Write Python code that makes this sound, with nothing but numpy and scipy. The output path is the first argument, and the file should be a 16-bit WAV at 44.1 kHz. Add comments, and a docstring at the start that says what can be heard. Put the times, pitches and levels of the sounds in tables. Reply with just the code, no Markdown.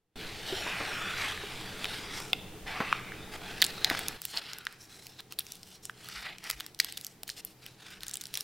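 """Dried leaves close in front of a stereo microphone in a small room. First, fingers slide a leaf over a
notebook page: a dense hail of tiny slips sounds in paper and leaf, the hand bumps the book, and a little
farther off a plastic tub is tapped once. From about 3.5 s the leaf is crumbled: each fracture snaps and
briefly rings two bending modes of the fragment. Just after 4 s the room noise steps down, and the
fingertips go on rubbing and cracking the leaf, shedding tiny flakes."""
import sys
import numpy as np
from scipy import signal
from scipy.fft import rfft, irfft, next_fast_len
from scipy.io import wavfile
from scipy.ndimage import uniform_filter1d

SR = 44100
rng = np.random.default_rng(int(sys.argv[2]) if len(sys.argv) > 2 else 0)


def generate_wav(sig):
    """Save sig (samples, or channels by samples) to the path in sys.argv[1] as 16-bit PCM at SR."""
    pcm = np.round(np.clip(np.atleast_2d(sig).T, -1, 1) * 32767).astype(np.int16)
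    wavfile.write(sys.argv[1], SR, pcm)


N = 371763
TIME = np.arange(N) / SR
LIFTED_S = 3.3  # from here on the leaf is held between the fingers

# Spectrum of a brittle crack. Each row: frequency in Hz, gain in dB.
CRACK_SPECTRUM = [(200, -21), (1000, -11.5), (3000, -1.5), (5200, 0.5), (6500, -9.5), (8000, -1.5),
                  (11500, -2.5), (16000, -2)]


def amp(db):
    """Decibels to gain."""
    return 10 ** (np.asarray(db) / 20)


def unit_rms(x):
    """Scales to rms 1."""
    return x / np.sqrt(np.mean(x ** 2) + 1e-20)


def decay(t, t60):
    """An exponential fall of 60 dB in t60 seconds."""
    return np.exp(-np.log(1000) * t / t60)


def curve(points, hz):
    """Interpolates rows of (Hz, value) on a log-frequency axis."""
    row_hz, values = np.transpose(points)
    return np.interp(np.log(hz + 1), np.log(row_hz + 1), values)


def add(mix, start_s, sound):
    """Mixes a sound in at its start time."""
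    part = mix[max(round(start_s * SR), 0):][:len(sound)]
    part += sound[:len(part)]


def coloured(x, spectrum):
    """Filters by rows of (Hz, dB)."""
    size = next_fast_len(len(x))
    gain = amp(curve(spectrum, np.fft.rfftfreq(size, 1 / SR)))
    return irfft(rfft(x, size) * gain, size)[:len(x)]


def noise(size, spectrum):
    """Coloured noise of rms 1."""
    return unit_rms(coloured(rng.standard_normal(size), spectrum))


def wander(rate_hz):
    """A smooth random curve of rms 1 that changes up to about the given rate."""
    hz = np.fft.rfftfreq(N, 1 / SR)
    return unit_rms(irfft(rfft(rng.standard_normal(N)) / (1 + (hz / rate_hz) ** 4), N))


def minimum_phase(gain):
    """The sharpest causal pulse with this magnitude spectrum."""
    log_gain = np.log(np.maximum(np.r_[gain, gain[-2:0:-1]], 1e-5))
    return np.fft.ifft(np.exp(np.conj(signal.hilbert(log_gain)))).real


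def bending_mode(hz, centre_hz, q=2.17):
    """Magnitude of a well-damped bending mode; a small fragment radiates little below it."""
    resonance = 1 / (1 + (q * (hz / centre_hz - centre_hz / hz)) ** 2)
    return resonance / np.sqrt(1 + (0.37 * centre_hz / hz) ** 8)


def leaf_snaps(tear_s=0.00081, rise_s=0.00018, shiver_s=0.01, upper_mode_ratio=2.06):
    """A fracture jumps through the leaf within a millisecond and leaves the fragment shivering."""
    # Each row: time in seconds, lower mode in Hz, relative dB of lower mode, upper mode and crack.
    fractures = [(1.376, 1560, 1.5, -21, -35), (1.844, 1330, 2.5, 5.5, -14.5), (1.8548, 1480, -1, 3.5, -35),
                 (2.2025, 980, 0, -12, -19), (2.927, 1280, 20.5, 8.5, -36), (3.1204, 1700, 0, -28, -40),
                 (3.618, 2070, -5, 15.5, 0), (3.6231, 1770, 19.5, 14.5, 3), (3.6289, 1600, -6, 10, -35),
                 (3.6419, 2090, -10, 6, -2), (3.6452, 3330, -3, -1, -23), (3.6482, 4400, 3.5, -5, -7),
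                 (3.665, 4170, -5, -3, -35), (3.8457, 1960, 7, 17, -5), (3.9, 1940, 12, -2.5, -8),
                 (3.9491, 860, 0, 7.5, -29), (3.992, 730, -12, 4, -6.5), (4.0836, 5580, 3, -4, -5),
                 (4.218, 710, -19, -9, -9), (4.2527, 5690, -8, -3, -6), (4.3733, 4060, 7, -18, -27),
                 (4.5332, 2500, -13, -4, -18), (4.5854, 1590, -12, -28, -14.5),
                 (4.6525, 5090, -15, -18, -35), (4.6684, 1800, 8, 1, -24), (4.726, 750, -35, -19, -24),
                 (5.068, 2460, -21, -13, -18), (5.205, 646, -17, -13, -22), (5.3234, 1320, -13, -7, -14.5),
                 (5.3885, 1870, -15, 3.5, -8.5), (5.3925, 5960, -26, 1.5, -12),
                 (5.4064, 3090, -7, -22, -21), (5.4669, 2890, -13, -18, -25),
                 (5.5206, 5240, -7.5, -12, -21), (5.5545, 4800, -20, -30, -22),
                 (5.6312, 2370, -32, -12, -29), (5.8535, 3720, -35, -5, -22), (5.8966, 1630, 3, -13, -24),
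                 (6.0877, 700, -22, -7, -15.5), (6.3839, 2910, -10.5, -19, -31),
                 (6.441, 4350, -10, -19, -24), (6.498, 1580, -24, -4, -12), (6.501, 1300, 6, -17, 0),
                 (6.511, 2420, -10, -0.5, -7), (6.601, 3100, -5, -35, -17), (6.6062, 1500, -5, 1, -14),
                 (6.6644, 1000, -23, -15, -13), (6.747, 4580, -15, -23, -33), (6.7905, 2570, -26, -6, -20),
                 (6.8, 2180, 9, 13, -5), (6.8025, 2200, 7.5, 11.5, -1), (6.846, 2570, -7, -5, -5.5),
                 (6.9242, 1750, -35, -12, -13.5), (6.9736, 1700, -16, -6, -11),
                 (6.9765, 3600, -5, -14, -15), (7.012, 4640, -14, -14, -24), (7.0469, 6460, -6, -12, -18),
                 (7.0669, 5530, -8, -9, -23), (7.2333, 720, -1, -20, -11), (7.279, 3200, -22, -14, -16),
                 (7.2923, 1730, -4, -4, -12.5), (7.3, 2480, -35, -1, -35), (7.4493, 6100, -30, -3.5, -23),
                 (7.664, 2560, -9.5, -35, -16.5), (8.007, 3370, -13.5, -25, -27),
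                 (8.0334, 1920, -10.5, -6, -13), (8.067, 3900, -13, -15, -22),
                 (8.082, 6560, -3.5, -35, -24), (8.095, 3910, -15, -17, -18), (8.112, 3550, -19, -9, -22),
                 (8.137, 3470, -15, -6, -22), (8.141, 3440, -17, -2, -18), (8.1556, 4040, -8, -9, -16),
                 (8.1705, 4060, -7, -7, -24), (8.2115, 3000, -16, -7, -18), (8.2153, 3750, -15, -11, -18),
                 (8.238, 4170, -11, -15, -22), (8.2553, 4540, -6.5, -16, -28),
                 (8.269, 4200, -20.5, -17, -22), (8.3404, 2010, -24, -1, -7.5),
                 (8.3444, 4890, -9, -14, -21), (8.3542, 2780, -1, -6, -10), (8.3736, 1740, -10, 1, -6.5),
                 (8.4077, 6040, -1.5, -10, -15)]
    size, out = 2048, np.zeros(N)
    hz, t = np.fft.rfftfreq(size, 1 / SR) + 1, np.arange(size) / SR
    for time_s, lower_hz, lower_db, upper_db, crack_db in fractures:
        lower = amp(lower_db) * bending_mode(hz, lower_hz)
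        upper = amp(upper_db) * bending_mode(hz, upper_mode_ratio * lower_hz)
        crack = amp(crack_db + curve(CRACK_SPECTRUM, hz))
        ring = minimum_phase(np.linalg.norm([lower, upper, crack], axis=0))
        tear = rng.standard_normal(size) * np.exp(-t / tear_s) * (1 - np.exp(-t / rise_s)) ** 2
        shiver = rng.standard_normal(size) * np.exp(-t / shiver_s)
        force = tear / np.linalg.norm(tear) + amp(-17) * shiver / np.linalg.norm(shiver)
        force[round(rise_s * SR)] += 0.54  # one sharp impulse as the leaf gives
        snap = signal.fftconvolve(force, ring)
        add(out, time_s - rise_s, snap * np.linalg.norm(ring) / np.linalg.norm(snap))
    return amp(1) * out


def finger_pressure(slide_drag_db=-6.5, rub_drag_db=-13):
    """Gains of drag, rustle, rasp and fizz over time: a slide rises, holds and falls; a rub is an arch."""
    # Slides over the page. Each row: start, length, rise and fall in seconds,
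    # then relative dB of rasp, rustle and fizz.
    slides = [(0.107, 0.42, 0.11, 0.05, -45.5, -47.5, -55.5), (0.45, 0.29, 0.027, 0.14, -39.5, -44.5, -46),
              (0.502, 0.88, 0.21, 0.17, -43, -36, -49), (1.156, 0.24, 0.058, 0.094, -40, -36, -46.5),
              (1.32, 0.91, 0.061, 0.061, -46.5, -46, -53.5), (1.748, 0.32, 0.081, 0.11, -43, -48, -50.5),
              (2.091, 0.27, 0.06, 0.19, -44, -45.5, -46), (2.658, 0.43, 0.013, 0.17, -46, -38, -56),
              (3.023, 0.49, 0.023, 0.38, -54, -48.5, -63.5),
              (3.306, 0.094, 0.028, 0.047, -45.5, -46.5, -52.5),
              (3.369, 0.85, 0.089, 0.11, -46.5, -46, -55.5), (3.783, 0.32, 0.19, 0.18, -38, -40.5, -47.5)]
    # Rubs between the fingertips. Each row: start and length in seconds, crest as a share of the
    # length, then relative dB of rasp, rustle and fizz.
    rubs = [(4.204, 0.21, 0.22, -52.5, -56.5, -48.5), (4.313, 0.093, 0.74, -37.5, -43, -47),
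            (4.323, 0.38, 0.34, -47.5, -47, -58), (4.635, 0.17, 0.36, -59, -56, -62),
            (4.776, 0.11, 0.43, -63, -65, -56.5), (4.842, 0.46, 0.26, -56, -61, -56.5),
            (5.177, 0.029, 0.99, -45.5, -49.5, -56.0), (5.298, 0.051, 0.63, -51.5, -60, -55),
            (5.38, 0.051, 0.23, -49.5, -58, -54), (5.39, 0.27, 0.47, -57.5, -60.5, -56),
            (5.58, 0.21, 0.82, -55.5, -65, -56), (5.818, 0.11, 0.22, -63, -69, -54.5),
            (5.906, 0.46, 0.6, -48.5, -51.0, -52.5), (6.137, 0.08, 0.36, -45, -42, -57),
            (6.224, 0.17, 0.14, -45, -42, -68), (6.368, 0.19, 0.87, -48, -47.5, -52),
            (6.53, 0.21, 0.26, -57.5, -57.5, -60), (6.782, 0.23, 0.2, -47.5, -57, -53.5),
            (6.959, 0.23, 0.08, -61, -61.5, -55.5), (7.266, 0.092, 0.23, -50.5, -65, -50.5),
            (7.34, 0.072, 0.94, -48.5, -56.5, -48), (7.408, 0.136, 0.7, -60, -70, -61),
            (7.58, 0.2, 0.36, -56.0, -58, -60), (7.748, 0.26, 0.65, -52, -50.5, -57.5),
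            (7.998, 0.55, 0.054, -55.5, -58, -58), (8.324, 0.17, 0.17, -51, -56, -48.5)]
    strokes, power = [], np.zeros((4, N))
    for start, length, rise, fall, *levels in slides:
        t = np.arange(0, length, 1 / SR)
        swell = np.minimum(t / rise, 1) * np.minimum((length - t) / fall, 1)
        strokes.append((start, swell, slide_drag_db, *levels))
    for start, length, crest, *levels in rubs:
        t = np.arange(0, length, 1 / SR)
        phase = np.interp(t, [0, length * np.clip(crest, 0.02, 0.98), length], [0, 0.5, 1])
        swell = abs(np.sin(np.pi * phase)) ** 1.37  # a slightly pointed arch
        strokes.append((start, swell, rub_drag_db, *levels))
    for start, swell, drag_offset_db, rasp_db, rustle_db, fizz_db in strokes:
        drag_db = drag_offset_db + 0.1 * rustle_db + 0.9 * rasp_db  # drag mostly follows the rasp
        for layer, db in zip(power, (drag_db, rustle_db, rasp_db, fizz_db)):
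            add(layer, start, (amp(db) * swell) ** 2)
    return np.sqrt(power)


def slips(per_s, spread_db):
    """A random hail of tiny stick-slip releases, a few of them large."""
    strength = amp(spread_db * np.minimum(rng.exponential(1, N), 5))
    return unit_rms(strength * rng.choice([-1, 1], N) * (rng.random(N) < per_s / SR))


def shifting_resonances(x, depth_db):
    """As the fingers move, the resonances of leaf and paper come and go."""
    spectra = signal.stft(x, nperseg=512)[2]
    patches = uniform_filter1d(rng.standard_normal(spectra.shape), size=4, axis=0)  # across frequency
    patches = unit_rms(uniform_filter1d(patches, size=22, axis=1))  # across time
    return signal.istft(spectra * amp(depth_db * patches), nperseg=512)[1][:N]


def friction(gains):
    """Fine slips sound in book and page, coarser ones in the leaf; a held leaf slips more unevenly."""
    # Spectra of the rubbing surfaces. 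Each row: frequency in Hz, gain in dB.
    book_drag = [(200, -7.5), (480, -5.5), (740, 2.5), (900, 1), (1080, -21), (1500, -28.5)]
    page_rustle = [(700, -34), (1050, -8.5), (1300, -3), (1600, -1), (2000, -1), (2550, -2.5),
                   (3100, -11.5), (4500, -49.5)]
    flat_leaf_rasp = [(1500, -17), (2400, -9), (2900, 1.5), (3400, 4), (4100, 0.5), (5100, -7.5),
                      (6000, -26.5), (8000, -61)]
    held_leaf_rasp = [(1500, -21), (2500, -1), (3100, 5.5), (4000, 6.5), (5100, -2), (5900, -17),
                      (8000, -53)]
    dry_skin_fizz = [(3500, -24), (5500, 4), (6300, 1), (7000, 0), (8000, 0.5), (10000, -4), (13000, -8),
                     (16000, -18)]
    held = np.clip((TIME - LIFTED_S) / 0.032, 0, 1)
    grip = amp((0.8 + 1.4 * held) * wander(rate_hz=65))
    fine = shifting_resonances(slips(per_s=9000, spread_db=2.0) * grip, depth_db=2.73)
    coarse = shifting_resonances(slips(per_s=9000, spread_db=2.5) * grip, depth_db=3.0)
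    rasp = (1 - held) * unit_rms(coloured(coarse, flat_leaf_rasp))
    rasp += held * unit_rms(coloured(coarse, held_leaf_rasp))
    layers = coloured(fine, book_drag), coloured(fine, page_rustle), rasp, coloured(coarse, dry_skin_fizz)
    return sum(gain * unit_rms(layer) for gain, layer in zip(gains, layers))


def flakes(fizz_gain, flake_s=0.00037):
    """Tiny flakes break off the held leaf, each a brief burst as loud as the fizz allows."""
    breaks = amp(-7) * slips(per_s=60, spread_db=2.0) * (TIME > LIFTED_S) * fizz_gain
    pole = np.exp(-1 / (flake_s * SR))
    bursts = np.sqrt(signal.lfilter([1 - pole], [1, -pole], breaks ** 2 + 1e-20))
    return bursts * noise(N, CRACK_SPECTRUM)


def tub_tap(time_s=2.3315, contact_s=0.0009):
    """A short, hard contact, as of a fingernail, rings the stiff plastic tub."""
    # Each row: frequency in Hz, relative level in dB, T60 in seconds.
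    tub_modes = [(715, -13.5, 0.02), (1100, -18, .012), (1430, -17.5, 0.02), (2100, -14, 0.026),
                 (2660, -1.5, 0.014), (3530, 1.5, 0.013), (4940, -11, .008)]
    t, out = np.arange(SR // 16) / SR, np.zeros(N)
    ring = sum((-1) ** k * amp(db) * decay(t, t60) * np.sin(2 * np.pi * hz * t)
               for k, (hz, db, t60) in enumerate(tub_modes))
    crack = amp(-9) * noise(len(t), CRACK_SPECTRUM) * np.exp(-t / contact_s)
    add(out, time_s, amp(-13) * (ring + crack))
    return out


def book_bumps(attack_s=0.00022):
    """The hand lands softly on the book: one short ring and a dull scuff."""
    # Each row: start in seconds, ring level in dB, pitch in Hz, ring T60 in seconds,
    # scuff level in dB, scuff T60 in seconds.
    landings = [(0.525, -26.5, 381, 0.1, -41, 0.049), (0.665, -36, 980, 0.073, -35.5, 0.11),
                (.803, -49, 416, .05, -32, 0.14), (1.436, -35, 407, 0.094, -37.5, 0.038),
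                (2.8028, -34, 805, 0.011, -24.5, 0.1), (3.911, -51, 1060, 0.044, -22.5, 0.047),
                (4.334, -62, 376, 0.068, -46.5, 0.36)]
    # Each row: frequency in Hz, gain in dB.
    scuff_spectrum = [(40, -21), (130, -8), (400, -4), (560, -4), (1100, -2), (1900, -6.5), (3000, -17),
                      (8000, -39)]
    t, out = np.arange(SR // 4) / SR, np.zeros(N)
    for start, ring_db, hz, ring_t60, scuff_db, scuff_t60 in landings:
        ring = amp(ring_db) * np.sin(2 * np.pi * hz * t) * decay(t, ring_t60)
        scuff = amp(scuff_db) * noise(len(t), scuff_spectrum) * decay(t, scuff_t60)
        add(out, start, (ring + scuff) * (1 - np.exp(-t / attack_s)))
    return out


def table_shudders():
    """Now and then the table shudders under the hand: a few cycles of a deep tone."""
    # Each row: start in seconds, level in dB, pitch in Hz, length in seconds.
    shudders = [(0.488, -48, 55, 0.22), (2.593, -45.5, 44.6, 0.09), (6.14, -50, 50, 0.092),
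                (6.519, -50, 49.7, 0.09), (7.92, -60, 39.4, 0.24)]
    out = np.zeros(N)
    for start, db, hz, length in shudders:
        t = np.arange(0, length, 1 / SR)
        add(out, start, amp(db) * np.sin(2 * np.pi * hz * t) * np.hanning(len(t)))
    return out


def room_tail(x):
    """The diffuse tail of the small room, dying soonest around 6 kHz."""
    # Each row: frequency in Hz, T60 in seconds.
    decay_times = [(200, 0.7), (2000, 1), (6000, 0.48), (15000, 0.97)]
    hz, t, spectra = signal.stft(rng.standard_normal(SR // 2), SR, nperseg=256)
    envelope = decay(t, curve(decay_times, hz)[:, None]) * (t > 0.004)
    tail = signal.istft(spectra * envelope, SR, nperseg=256)[1]
    return signal.fftconvolve(x, tail / np.linalg.norm(tail))[:N]


def room_tone(spectrum, rms_db):
    """Steady noise, raised at the low modes of the room."""
    # Each row: centre in Hz, width in Hz, lift in dB.
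    room_modes = [(83.3, 16, 8.5), (126, 10.7, 11), (168, 4.2, 4.5), (185, 11.2, 9.5), (316, 9.8, 8),
                  (438, 39, 5.5), (770, 220, 6.5)]
    hz = np.fft.rfftfreq(N, 1 / SR)
    modes_db = sum(lift / (1 + (2 * (hz - centre) / width) ** 2) for centre, width, lift in room_modes)
    gain = amp(curve(spectrum, hz) + modes_db)
    return amp(rms_db) * unit_rms(irfft(rfft(rng.standard_normal(N)) * gain, N))


def background(drop_s=4.16):
    """Room noise and microphone hiss, which step down shortly after the crumbling begins."""
    # Noise spectra before and after the step. Each row: frequency in Hz, gain in dB.
    early = [(20, 6), (50, -9), (90, -4), (210, -4.5), (440, -4.5), (580, -13), (800, -14.5),
             (1200, -16), (3300, -18), (5500, -24), (15800, -29)]
    late = [(20, -3), (60, -12), (130, -3), (260, -7), (410, -7), (560, -15), (850, -17.5),
            (1150, -17), (4500, -20.5), (9000, -28), (15800, -30.5)]
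    dropped = np.clip((TIME - drop_s) / 0.011, 0, 1)
    return (1 - dropped) * room_tone(early, rms_db=-46.5) + dropped * room_tone(late, rms_db=-58.5)


def scene():
    """Leaves close and straight ahead, the tub a little farther; only tail and background are wide."""
    # Both channels share the low room noise, but not the microphone hiss.
    # Each row: frequency in Hz, side gain in dB.
    background_width = [(30, -12.5), (90, -16.5), (300, -19.5), (750, -9.5), (2000, -12), (4500, -6.5),
                        (8000, 1), (16000, 2)]
    hits = leaf_snaps() + book_bumps() + table_shudders()
    tub, gains = tub_tap(), finger_pressure()
    rubbing = amp(-1.5) * friction(gains) + flakes(fizz_gain=gains[-1])
    mid = hits + tub + rubbing + room_tail(amp(-21.5) * hits + amp(-15.5) * tub) + background()
    side = room_tail(amp(-27) * hits + amp(-28.5) * (tub + rubbing))
    side += coloured(background(), background_width)
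    return np.array([mid + side, mid - side])


def record(dry, open_s=0.1562, cutoff_hz=16050):
    """The sound opens after a moment of near silence, and the highest treble is cut off."""
    opening = np.clip((TIME - open_s) / 0.002, amp(-35.5), 1)
    lowpass = signal.firwin(255, cutoff_hz, window=("kaiser", 9), fs=SR)
    return signal.oaconvolve(dry * opening, lowpass[None], "same")


dry = scene()
out = record(dry)
generate_wav(out)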